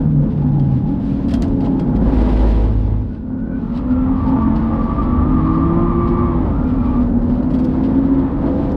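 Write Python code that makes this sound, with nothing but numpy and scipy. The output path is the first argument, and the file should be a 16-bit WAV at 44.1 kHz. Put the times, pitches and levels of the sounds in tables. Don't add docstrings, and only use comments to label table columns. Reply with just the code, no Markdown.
import sys
import numpy as np
from scipy import signal
from scipy.fft import rfft, irfft, next_fast_len
from scipy.io import wavfile
from scipy.ndimage import uniform_filter1d, minimum_filter1d

SR = 44100
rng = np.random.default_rng(int(sys.argv[2]) if len(sys.argv) > 2 else 0)


def master_out(mix):
    frames = np.transpose(np.atleast_2d(mix))
    ceiling = np.clip(frames, -1, 1)
    pcm = np.round(ceiling * 32767).astype(np.int16)
    wavfile.write(sys.argv[1], SR, pcm)


N = 386316

# t/s, level/dB
FIRING_LEVEL = [(0, -7.5), (.9, -13), (1.301, -4.5), (1.6, -11.5), (2.302, -10), (2.951, -15.5),
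                (3.351, -12), (3.65, -8.5), (3.77, -0.5), (3.84, -5.5), (3.92, 3.5), (4.079, 3.5),
                (4.19, -4), (4.35, 3), (4.551, -16), (4.8, -5.5), (5.15, 0.5), (5.75, 3.5), (6.301, 0),
                (6.46, -6), (6.681, 0), (7.1, 1.5), (7.3, 0), (7.62, 2.5), (7.74, -0.5), (8, 3.5),
                (8.24, 2.5), (8.31, -9), (8.45, 1.5), (8.76, -3)]
# t/s, body shake/dB, cabin boom/dB, roar/dB, rush/dB
ROAD_LEVELS = [(0, -23.5, -19.5, -34.5, -56.5), (0.851, -23, -19, -36.5, -58),
               (1.1, -26.5, -24.5, -33.5, -53), (1.5, -19, -19, -34, -56.5), (1.85, -28, -18, -32, -60),
               (2.15, -19, -19, -24.5, -50.5), (2.45, -26, -24.5, -26, -49.5),
               (2.8, -21.5, -25.5, -36.5, -56), (3.25, -28.5, -34, -44.5, -71),
               (3.5, -28, -25.5, -39.5, -65.5), (3.65, -28.5, -25.5, -41.5, -60),
               (3.95, -22, -25, -37.5, -65.5), (4.25, -20, -20.5, -36, -60.5),
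               (4.9, -20.5, -22.5, -32.5, -60), (5.25, -18.5, -24, -31, -61), (5.9, -20, -22, -32, -62.5),
               (6.5, -18.5, -20.5, -31, -61.5), (7.1, -20, -20.5, -32, -57.5), (7.55, -24, -21, -31, -55.5),
               (8.15, -23.5, -21.5, -30, -58.5), (8.76, -22.5, -20, -30, -55.5)]
# f/Hz, level/dB
RUSH_SPECTRUM = [(900, -36), (1600, 5), (2300, 3.5), (3300, 2), (5000, -6), (6300, -17), (8000, -19),
                 (10500, -23.5), (12500, -46), (15000, -61)]


def amp(db):
    return 10 ** (np.asarray(db) / 20)


def unit(x):
    return x / np.sqrt(np.mean(x ** 2) + 1e-20)


def curves(rows):
    times, *columns = np.transpose(rows)
    return [np.interp(np.arange(N) / SR, times, column) for column in columns]


def during(start, end, fade):
    t = np.arange(N) / SR
    return np.clip(np.minimum(t - start, end - t) / fade + .5, 0, 1)


def glide(start, end, start_hz, end_hz):
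    return np.interp(np.arange(N) / SR, [start, end], [start_hz, end_hz])


def wobble(rate):
    smooth = signal.resample_poly(rng.standard_normal(4096), 8, 1)
    return np.interp(np.arange(N) * rate / SR + 10, np.arange(len(smooth)) / 8, smooth)


def coloured(x, spectrum):
    size = next_fast_len(N + SR // 4)
    f, db = np.transpose(spectrum)
    hz = np.fft.rfftfreq(size, 1 / SR) + 1
    gain_db = np.interp(np.log(hz), np.log(f), db)
    octaves_outside = np.abs(np.log2(hz / np.clip(hz, f[0], f[-1])))
    return unit(irfft(rfft(x, size) * amp(gain_db - 36 * octaves_outside), size)[:N])


def noise(spectrum):
    return coloured(rng.standard_normal(N), spectrum)


def turns(hz):
    return np.cumsum(hz) / SR


def tone(cycles):
    return np.sqrt(2) * np.sin(2 * np.pi * (cycles + rng.random()))


def pulses(cycles, scatter_db):
    at = np.flatnonzero(np.diff(np.floor(cycles)))
    train = np.zeros(N)
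    train[at] = amp(scatter_db * rng.standard_normal(8192)[:len(at)])
    return train


def cabin_db(hz):
    response = [(110, -24.5), (140, -18.5), (165, -3.5), (183, -10.5), (205, -1.5), (220, 1), (250, -0.5),
                (272, -0.5), (286, -9), (310, -6), (342, -4), (385, -21), (425, -16.5), (485, -31.5),
                (510, -17.5), (535, -23), (560, -17), (620, -29.5), (680, -18), (740, -26)]
    f, db = np.transpose(response)
    return np.interp(np.log(hz), np.log(f), db)


def engine():
    revs = [(0.0, 45.1), (0.31, 41.5), (0.7, 39.3), (1.35, 39.2), (1.7, 38.2), (1.95, 37.4), (2.2, 35.6),
            (3.11, 35.7), (3.62, 38.0), (3.86, 41.9), (4.15, 43.7), (4.4, 43.8), (4.73, 45.3), (5.15, 49.0),
            (5.5, 53.2), (5.84, 57.0), (6.25, 58.3), (6.42, 54.3), (6.6, 42.5), (6.78, 41.2), (7.0, 40.7),
            (7.11, 39.4), (7.25, 39.8), (7.48, 41.9), (7.66, 42.2), (7.9, 44.0), (8.1, 45.5), (8.25, 44.3),
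            (8.39, 46.4), (8.76, 46.1)]
    cylinders = [1.2, 0.87, 0.69, 0.68, 0.71, 1.1]
    strong_notes = [(3, -21, 7.5), (5, -23, -3.5), (6, -18.5, 0), (7, -29, -21.5), (12, -20.5, -12.5),
                    (15, -28, 0)]
    offbeat = [(0, -0.5), (.7, -10.5), (.95, 2.5), (1.35, 3.5), (1.801, 3.5), (2.599, -8), (3.2, -11.5),
               (3.38, -1.5), (3.55, 1.5), (3.72, -21.5), (4.3, -8.5), (4.48, 5.5), (4.72, 4.5), (4.921, -6),
               (5.12, 5), (5.7, 3.5), (6.3, 0.5), (6.6, -15), (7.899, 0), (8.35, -17.5)]
    growl_notes = [(9, -8.5), (10, -5.5), (11, 2.5), (13, -7), (14, 1.5), (16, -7.5), (17, -6.5),
                   (18, -4.5)]
    exhaust_levels = [(0, -43.5, -34), (.9, -44.5, -38), (1.5, -33, -21.5), (2.2, -43.5, -32),
                      (3.2, -44, -32.5), (3.9, -32.5, -27.5), (4.4, -28, -27.5), (4.7, -24, -18.5),
                      (5.2, -41, -30.5), (5.85, -32, -21.5), (6.7, -37.5, -23.5), (7.3, -35, -24.5),
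                      (7.752, -32, -17.5), (8.15, -35, -31), (8.5, -28, -17)]
    pipe_spectrum = [(60, -19), (130, 0.5), (260, 10), (370, -8), (450, -7.5), (520, -3), (600, -14),
                     (680, -3), (750, -12), (870, -6.5), (1400, -20), (2500, -39), (5000, -55.5)]
    tick_spectrum = [(3500, -35), (5200, -5.5), (6000, -2.5), (8000, -15.5), (11000, -21), (14000, -50.5)]
    (hz,), (firing_db,), (offbeat_db,) = curves(revs), curves(FIRING_LEVEL), curves(offbeat)
    pulsing_db, growl_db = curves(exhaust_levels)
    cycle = turns(hz * (1 + .003 * wobble(25)))
    octaves = np.log2(hz / 44)
    count = len(cylinders)
    throb = amp(-7.5) * during(7.0, 7.65, fade=.31)
    beat = 13 * np.arange(N) / SR
    notes, growl, firings = np.zeros((3, N))
    for multiple, db, growth_db in strong_notes:
        swell_db = offbeat_db if multiple % count else firing_db
        note = (tone(multiple * cycle) + throb * tone(multiple * cycle + beat)) / np.hypot(1, throb)
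        level_db = db + growth_db * octaves + swell_db + cabin_db(multiple * hz)
        notes += amp(level_db + 1.8 * wobble(35) + .6 * wobble(8)) * note
    for multiple, db in growl_notes:
        swell = amp(db + cabin_db(multiple * hz) + 3 * wobble(5))
        rasp = 1 + .15 * wobble(45)
        growl += swell * rasp * tone(multiple * cycle)
    shaft = cycle + .0086 / count * wobble(90)
    for k, strength in enumerate(cylinders):
        imbalance = strength - np.mean(cylinders) + .6 * wobble(14)
        firings += imbalance * pulses(shaft - k / count, scatter_db=1.5)
    exhaust = amp(pulsing_db + 2.9 * wobble(11)) * coloured(firings, pipe_spectrum)
    ticks = coloured(pulses(cycle, scatter_db=2), tick_spectrum)
    rush_db = curves(ROAD_LEVELS)[-1]
    return notes + exhaust + amp(growl_db) * growl + amp(rush_db - 22 + 1.7 * wobble(5.2)) * ticks


def road():
    shake_spectrum = [(15, -26), (24, -16), (34, 2), (50, 3.5), (75, 2), (105, -1), (135, -8.5)]
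    boom_spectrum = [(70, -47.5), (110, -6.5), (150, 5), (190, 2), (235, 4.5), (275, 4), (310, -2.5),
                     (370, -15.5), (520, -38)]
    roar_spectrum = [(230, -28.5), (340, 8.5), (420, 1), (520, 3.5), (610, -2), (680, -3), (745, -7),
                     (840, -3), (1100, -11), (1500, -16), (2200, -30.5), (4000, -55)]
    shake_db, boom_db, roar_db, rush_db = curves(ROAD_LEVELS)
    jolts = np.tanh(noise(shake_spectrum))
    shake = amp(shake_db) * coloured(jolts, [(24, .0049), (120, .0027)])
    boom = amp(boom_db) * noise(boom_spectrum)
    roar = amp(roar_db + wobble(14)) * noise(roar_spectrum)
    rush = amp(rush_db + 1.8 * wobble(40) + 2.1 * wobble(6)) * noise(RUSH_SPECTRUM)
    return shake + boom + roar + rush


def tread_hum():
    pitch = [(0, 233.2), (.85, 195.6), (3.2, 163.6), (4.5, 205.5), (5.3, 220), (6.4, 247.2), (7.3, 298.9),
             (8.15, 339.8), (8.76, 336)]
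    (hz,), (firing_db,) = curves(pitch), curves(FIRING_LEVEL)
    corner_db = 9.5 * during(6.05, 6.4, fade=.6)
    db = -27 + firing_db + cabin_db(hz) + corner_db
    return amp(db + 2.5 * wobble(22)) * tone(turns(hz * (1 + .0066 * wobble(20))))


def braking():
    drone = [(0, 154, -21), (.09, 151.5, -18), (.21, 145.1, -11), (.29, 145, -26.5), (.45, 146.1, -14),
             (.58, 140.9, -16.5), (.72, 133.2, -15.5), (.81, 120, -21.5), (.88, 119, -37), (.95, 120, -100)]
    hz, db = curves(drone)
    return amp(db + .87 * wobble(24)) * tone(turns(hz * (1 + .0047 * wobble(30))))


def stick_slip(hz, roughness):
    slips = turns(hz * (1 + roughness * wobble(170)))
    whistle = tone(slips) + amp(-33.5) * tone(2 * slips)
    rasp = 1 + .33 * wobble(190)
    flutter = amp(1.77 * wobble(30))
    return unit(flutter * rasp * whistle)


def sliding_tyres():
    slide = [(3.3, -65), (3.7, -43), (4.05, -36.5), (4.35, -35), (5.45, -33.5), (6.38, -33.5),
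             (6.65, -41.5), (6.95, -37.5), (7.15, -51.5), (7.8, -44.5), (8.25, -36), (8.76, -45.5)]
    scrub_spectrum = [(650, -28.5), (850, 3.5), (950, -1), (1050, -0.5), (1130, -2), (1260, -3),
                      (1450, -16.5), (1800, -15), (2230, -21.5), (2600, -26.5), (3400, -29.5),
                      (5000, -43.5)]
    screech = [(4.0, 1170, -100), (4.12, 1174, -43), (4.2, 1171, -31.5), (4.32, 1153, -38.5),
               (4.42, 1161, -26.5), (4.5, 1151, -48), (4.62, 1187, -46.5), (4.72, 1176, -33),
               (4.9, 1155, -32.5), (4.98, 1192, -26.5), (5.06, 1150, -31.5), (5.22, 1173, -27),
               (5.28, 1228, -34), (5.36, 1192, -30.5), (5.43, 1170, -30.5), (5.5, 1182, -27),
               (5.68, 1179, -29.5), (5.78, 1206, -34), (5.85, 1208, -29.5), (5.98, 1162, -27),
               (6.13, 1177, -31), (6.27, 1164, -26), (6.37, 1140, -44.5), (6.62, 1232, -43),
               (6.77, 1153, -44), (6.87, 1148, -38), (6.96, 1173, -32), (7.04, 1231, -45), (7.1, 1225, -63),
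               (7.2, 1260, -100)]
    # start/s, end/s, start pitch/Hz, end pitch/Hz, level/dB, roughness
    squeals = [(0.127, 0.323, 572, 513, -40.5, 0.011), (0.013, 0.502, 485, 406, -39, 0.013),
               (0.383, 0.762, 834, 815, -39.5, 0.017), (0.762, 1.022, 802, 854, -41.5, 0.025),
               (1.432, 1.901, 542, 528, -39, 0.014), (1.563, 2.035, 832, 835, -37.5, .02),
               (3.056, 3.26, 1490, 1460, -58, 0.022), (3.299, 3.473, 1440, 1486, -50.5, 0.031),
               (3.462, 3.6, 1505, 1510, -44.5, 0.019), (3.489, 3.68, 2300, 2470, -65, 0.024),
               (3.61, 3.845, 1350, 1326, -49, 0.042), (3.855, 4.104, 1368, 1335, -42, 0.026),
               (3.863, 4.1, 2610, 2650, -64, 0.019), (4.238, 4.42, 883, 890, -30, 0.025),
               (4.442, 4.615, 927, 887, -34, 0.023), (4.46, 4.625, 1076, 1072, -43, .016),
               (4.2, 4.715, 1466, 1464, -53.5, 0.0079), (5.033, 5.28, 1310, 1290, -39.5, 0.015),
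               (5.343, 5.67, 1104, 1073, -33, .022), (5.688, 6.4, 1035, 1063, -34, .022),
               (5.942, 6.35, 2232, 2230, -52.5, .012), (6.501, 6.633, 1265, 1400, -39.5, 0.03),
               (6.6, 6.895, 1410, 1282, -42, 0.028), (6.653, 7.02, 2404, 2355, -57, 0.017)]
    (slide_db,), (screech_hz, screech_db) = curves(slide), curves(screech)
    sound = amp(slide_db + .37 * wobble(38)) * noise(scrub_spectrum)
    sound += amp(screech_db) * stick_slip(screech_hz, roughness=.011)
    for start, end, start_hz, end_hz, db, roughness in squeals:
        hz = glide(start, end, start_hz, end_hz)
        sound += amp(db) * during(start, end, fade=.13) * stick_slip(hz, roughness)
    return sound


def rattles():
    hits = [(0.598, -43, 0.0032, .08), (1.048, -47.5, 0.0024, 0.21), (1.285, -36.5, 0.0017, 0.13),
            (1.309, -37.5, 0.0027, 0.3), (1.338, -28.5, 0.0035, 0.078), (1.426, -33.5, 0.0044, 0.12),
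            (1.607, -42.5, 0.0025, 0.15), (1.66, -39.5, 0.028, 0.13), (1.795, -36, 0.0019, 0.087),
            (1.962, -41, .004, 0.11), (3.15, -52.5, .04, .15), (3.6, -55.5, .02, .25),
            (3.775, -40, 0.035, 0.18), (3.92, -47.5, 0.021, 0.12), (4.19, -49.5, .02, 0.33),
            (4.29, -44.5, 0.03, 0.22), (4.43, -47, .01, 0.1), (4.565, -43.5, 0.012, 0.48),
            (4.84, -48.5, .025, 0.33), (4.94, -50, 0.026, 0.36), (5.03, -46.5, .015, 0.18),
            (5.46, -47, .04, 0.33), (5.55, -46, 0.02, 0.26), (6.079, -43.5, 0.012, 0.18),
            (6.19, -53.5, .01, 0.19), (7.22, -49, .008, 0.18), (7.31, -46, .03, 0.53),
            (7.432, -46.5, 0.006, 0.092), (7.506, -41.5, .004, 0.12), (7.54, -42, .007, .25),
            (7.592, -45, .005, 0.14), (7.648, -42, 0.004, 0.06), (7.84, -43.5, 0.012, 0.25),
            (8.2, -45.5, .02, .12), (8.47, -46, .02, 0.25)]
    plastic_spectrum = [(380, -6.5), (620, 6.5), (1100, 1), (1550, 10.5), (2400, 3.5), (2950, 6),
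                        (3350, -1.5), (3800, 1.5), (4700, 2), (5600, -6), (6600, -13), (8300, -11),
                        (9500, -18), (11500, -21), (14500, -29.5)]
    rub_filter = [(380, -2.5), (3800, 1), (5500, -3), (9000, -5.5), (12000, -11)]
    panel_notes = [(1630, -2.5, 0.066), (2360, -4, 0.045), (3280, -0.5, 0.067), (3240, 2.5, 0.16),
                   (4760, -4, 0.05), (5170, -4.5, 0.036)]
    lead_s, rustles_per_s = .1, 2.4
    t = np.arange(SR // 2) / SR - lead_s
    age = np.maximum(t, 0)
    hardest_db = max(hit[1] for hit in hits)
    road_s, *_, rush_db = np.transpose(ROAD_LEVELS)
    jolt_db = rush_db - np.mean(rush_db)
    times = lead_s + np.cumsum(2 * rng.random(64) / rustles_per_s)
    faint = [(s, -59 + np.interp(s, road_s, jolt_db), .012, .12) for s in times if s < N / SR]
    chatter = amp(2.8 * np.clip(wobble(450), -1.5, 1.5) + 2 * np.clip(wobble(70), -1.5, 1.5))
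    grains = coloured(rng.standard_normal(N) * chatter, plastic_spectrum)
    dull_grains = coloured(grains, rub_filter)
    snaps, rubs, rings = np.zeros((3, N + SR))
    for s, db, rise_s, fade_s in hits + faint:
        start = round((s - lead_s) * SR)
        span = slice(start, start + len(t))
        contact = rubs if rise_s > .009 else snaps
        contact[span] += amp(db - 60 * age / fade_s) * np.exp(np.minimum(t, 0) / rise_s)
        tuning = 1 + .014 * rng.standard_normal()
        strength = amp(db + .55 * (db - hardest_db))
        for hz, note_db, ring_s in panel_notes:
            fading = amp(note_db + 3 * rng.standard_normal() - 60 * age / ring_s)
            rings[span] += strength * fading * np.sin(2 * np.pi * hz * tuning * age)
    return amp(-5) * (snaps[:N] * grains + rubs[:N] * dull_grains) + amp(-11) * rings[:N]


def bumps():
    thumps = [(1.125, 131.4, -17.5, 0.017), (1.893, 149.8, -21, 0.062), (5.21, 80.2, -17.5, 0.09)]  # t/s, f/Hz, level/dB, half length/s
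    t = np.arange(N) / SR
    return sum(amp(db) * np.exp(-((t - s) / width) ** 2) * tone(hz * t) for s, hz, db, width in thumps)


def knocks():
    hits = [(1.326, -23), (1.338, -21), (1.372, -25), (1.413, -24.5), (1.426, -24), (1.456, -26),
            (1.626, -22.5), (1.668, -17.5), (7.52, -25), (7.55, -20)]
    panel_notes = [(540, -8.5, 0.052), (613, -8, 0.11), (664, -5, 0.077), (810, -11, .04),
                   (985, -11, 0.045), (1280, -18, 0.051)]
    t = np.arange(SR // 5) / SR
    attack = 1 - np.exp(-t / .0013)
    sound = np.zeros(N + SR)
    for s, db in hits:
        for hz, note_db, ring_s in panel_notes:
            fading = amp(db + note_db + 2 * rng.standard_normal() - 60 * t / ring_s)
            tuning = 1 + .023 * rng.standard_normal()
            sound[round(s * SR):][:len(t)] += attack * fading * np.sin(2 * np.pi * hz * tuning * t)
    return sound[:N]


def clicks():
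    hits = [(1.339, -32), (1.4226, -33), (1.482, -51.5), (6.638, -54.5), (7.645, -46.5), (7.652, -47.5),
            (8.72, -50)]
    crack_spectrum = [(1500, -17.5), (3500, 2), (5200, 5.5), (7000, -1), (9000, -7), (11500, -12),
                      (14500, -16.5)]
    t = np.arange(SR // 5) / SR
    crack, echo = amp(-60 * t / .012), amp(-16 - 60 * t / .12)
    loudness = np.zeros(N + SR)
    for s, db in hits:
        loudness[round(s * SR):][:len(t)] += amp(db) * (crack + echo)
    return loudness[:N] * noise(crack_spectrum)


def kerb():
    stretches = [(1.916, 2.083, -19, -29, -45, -77.5), (2.092, 2.645, -13, -27, -23.5, -46.5),
                 (2.618, 3.04, -17.5, -22, -33, -64)]
    panel_spectrum = [(130, -16), (250, 11.5), (360, -3.5), (480, -4.5), (620, -15), (900, -10.5),
                      (1300, -32), (2000, -30)]
    thud, octave, clatter, grit = sum(np.outer(amp(levels), during(start, end, fade=.16))
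                                      for start, end, *levels in stretches)
    rib_hz = glide(stretches[0][0], stretches[-1][1], start_hz=54.67, end_hz=52.1)
    ribs = turns(rib_hz * (1 + .0065 * wobble(20)))
    thuds = thud * amp(.67 * wobble(40)) * tone(ribs) + octave * tone(2 * ribs)
    blows = coloured(pulses(ribs, scatter_db=1.5), panel_spectrum)
    t = np.arange(SR // 10) / SR
    echo = rng.standard_normal(len(t)) * amp(-60 * t / .14)
    panels = clatter * unit(signal.fftconvolve(blows, echo)[:N])
    hiss = grit * amp(1.6 * wobble(60)) * noise(RUSH_SPECTRUM)
    return thuds + panels + hiss


def scene():
    driving = engine() + road() + tread_hum() + braking() + sliding_tyres()
    return (driving + rattles() + bumps() + knocks() + clicks() + kerb())[None]


def record(dry):
    ceiling, hold, top_hz = .72, SR // 50, 15000
    safe_gain = np.minimum(1, ceiling / (np.abs(dry) + 1e-9))
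    limited = dry * uniform_filter1d(minimum_filter1d(safe_gain, hold), hold)
    t = np.arange(N) / SR
    fades = np.clip(np.minimum(t, t[-1] - t) / .004, 0, 1)
    size = next_fast_len(N + SR // 4)
    below_top = np.fft.rfftfreq(size, 1 / SR) < top_hz
    return irfft(rfft(limited * fades, size) * below_top, size)[..., :N]


dry = scene()
out = record(dry)
master_out(out)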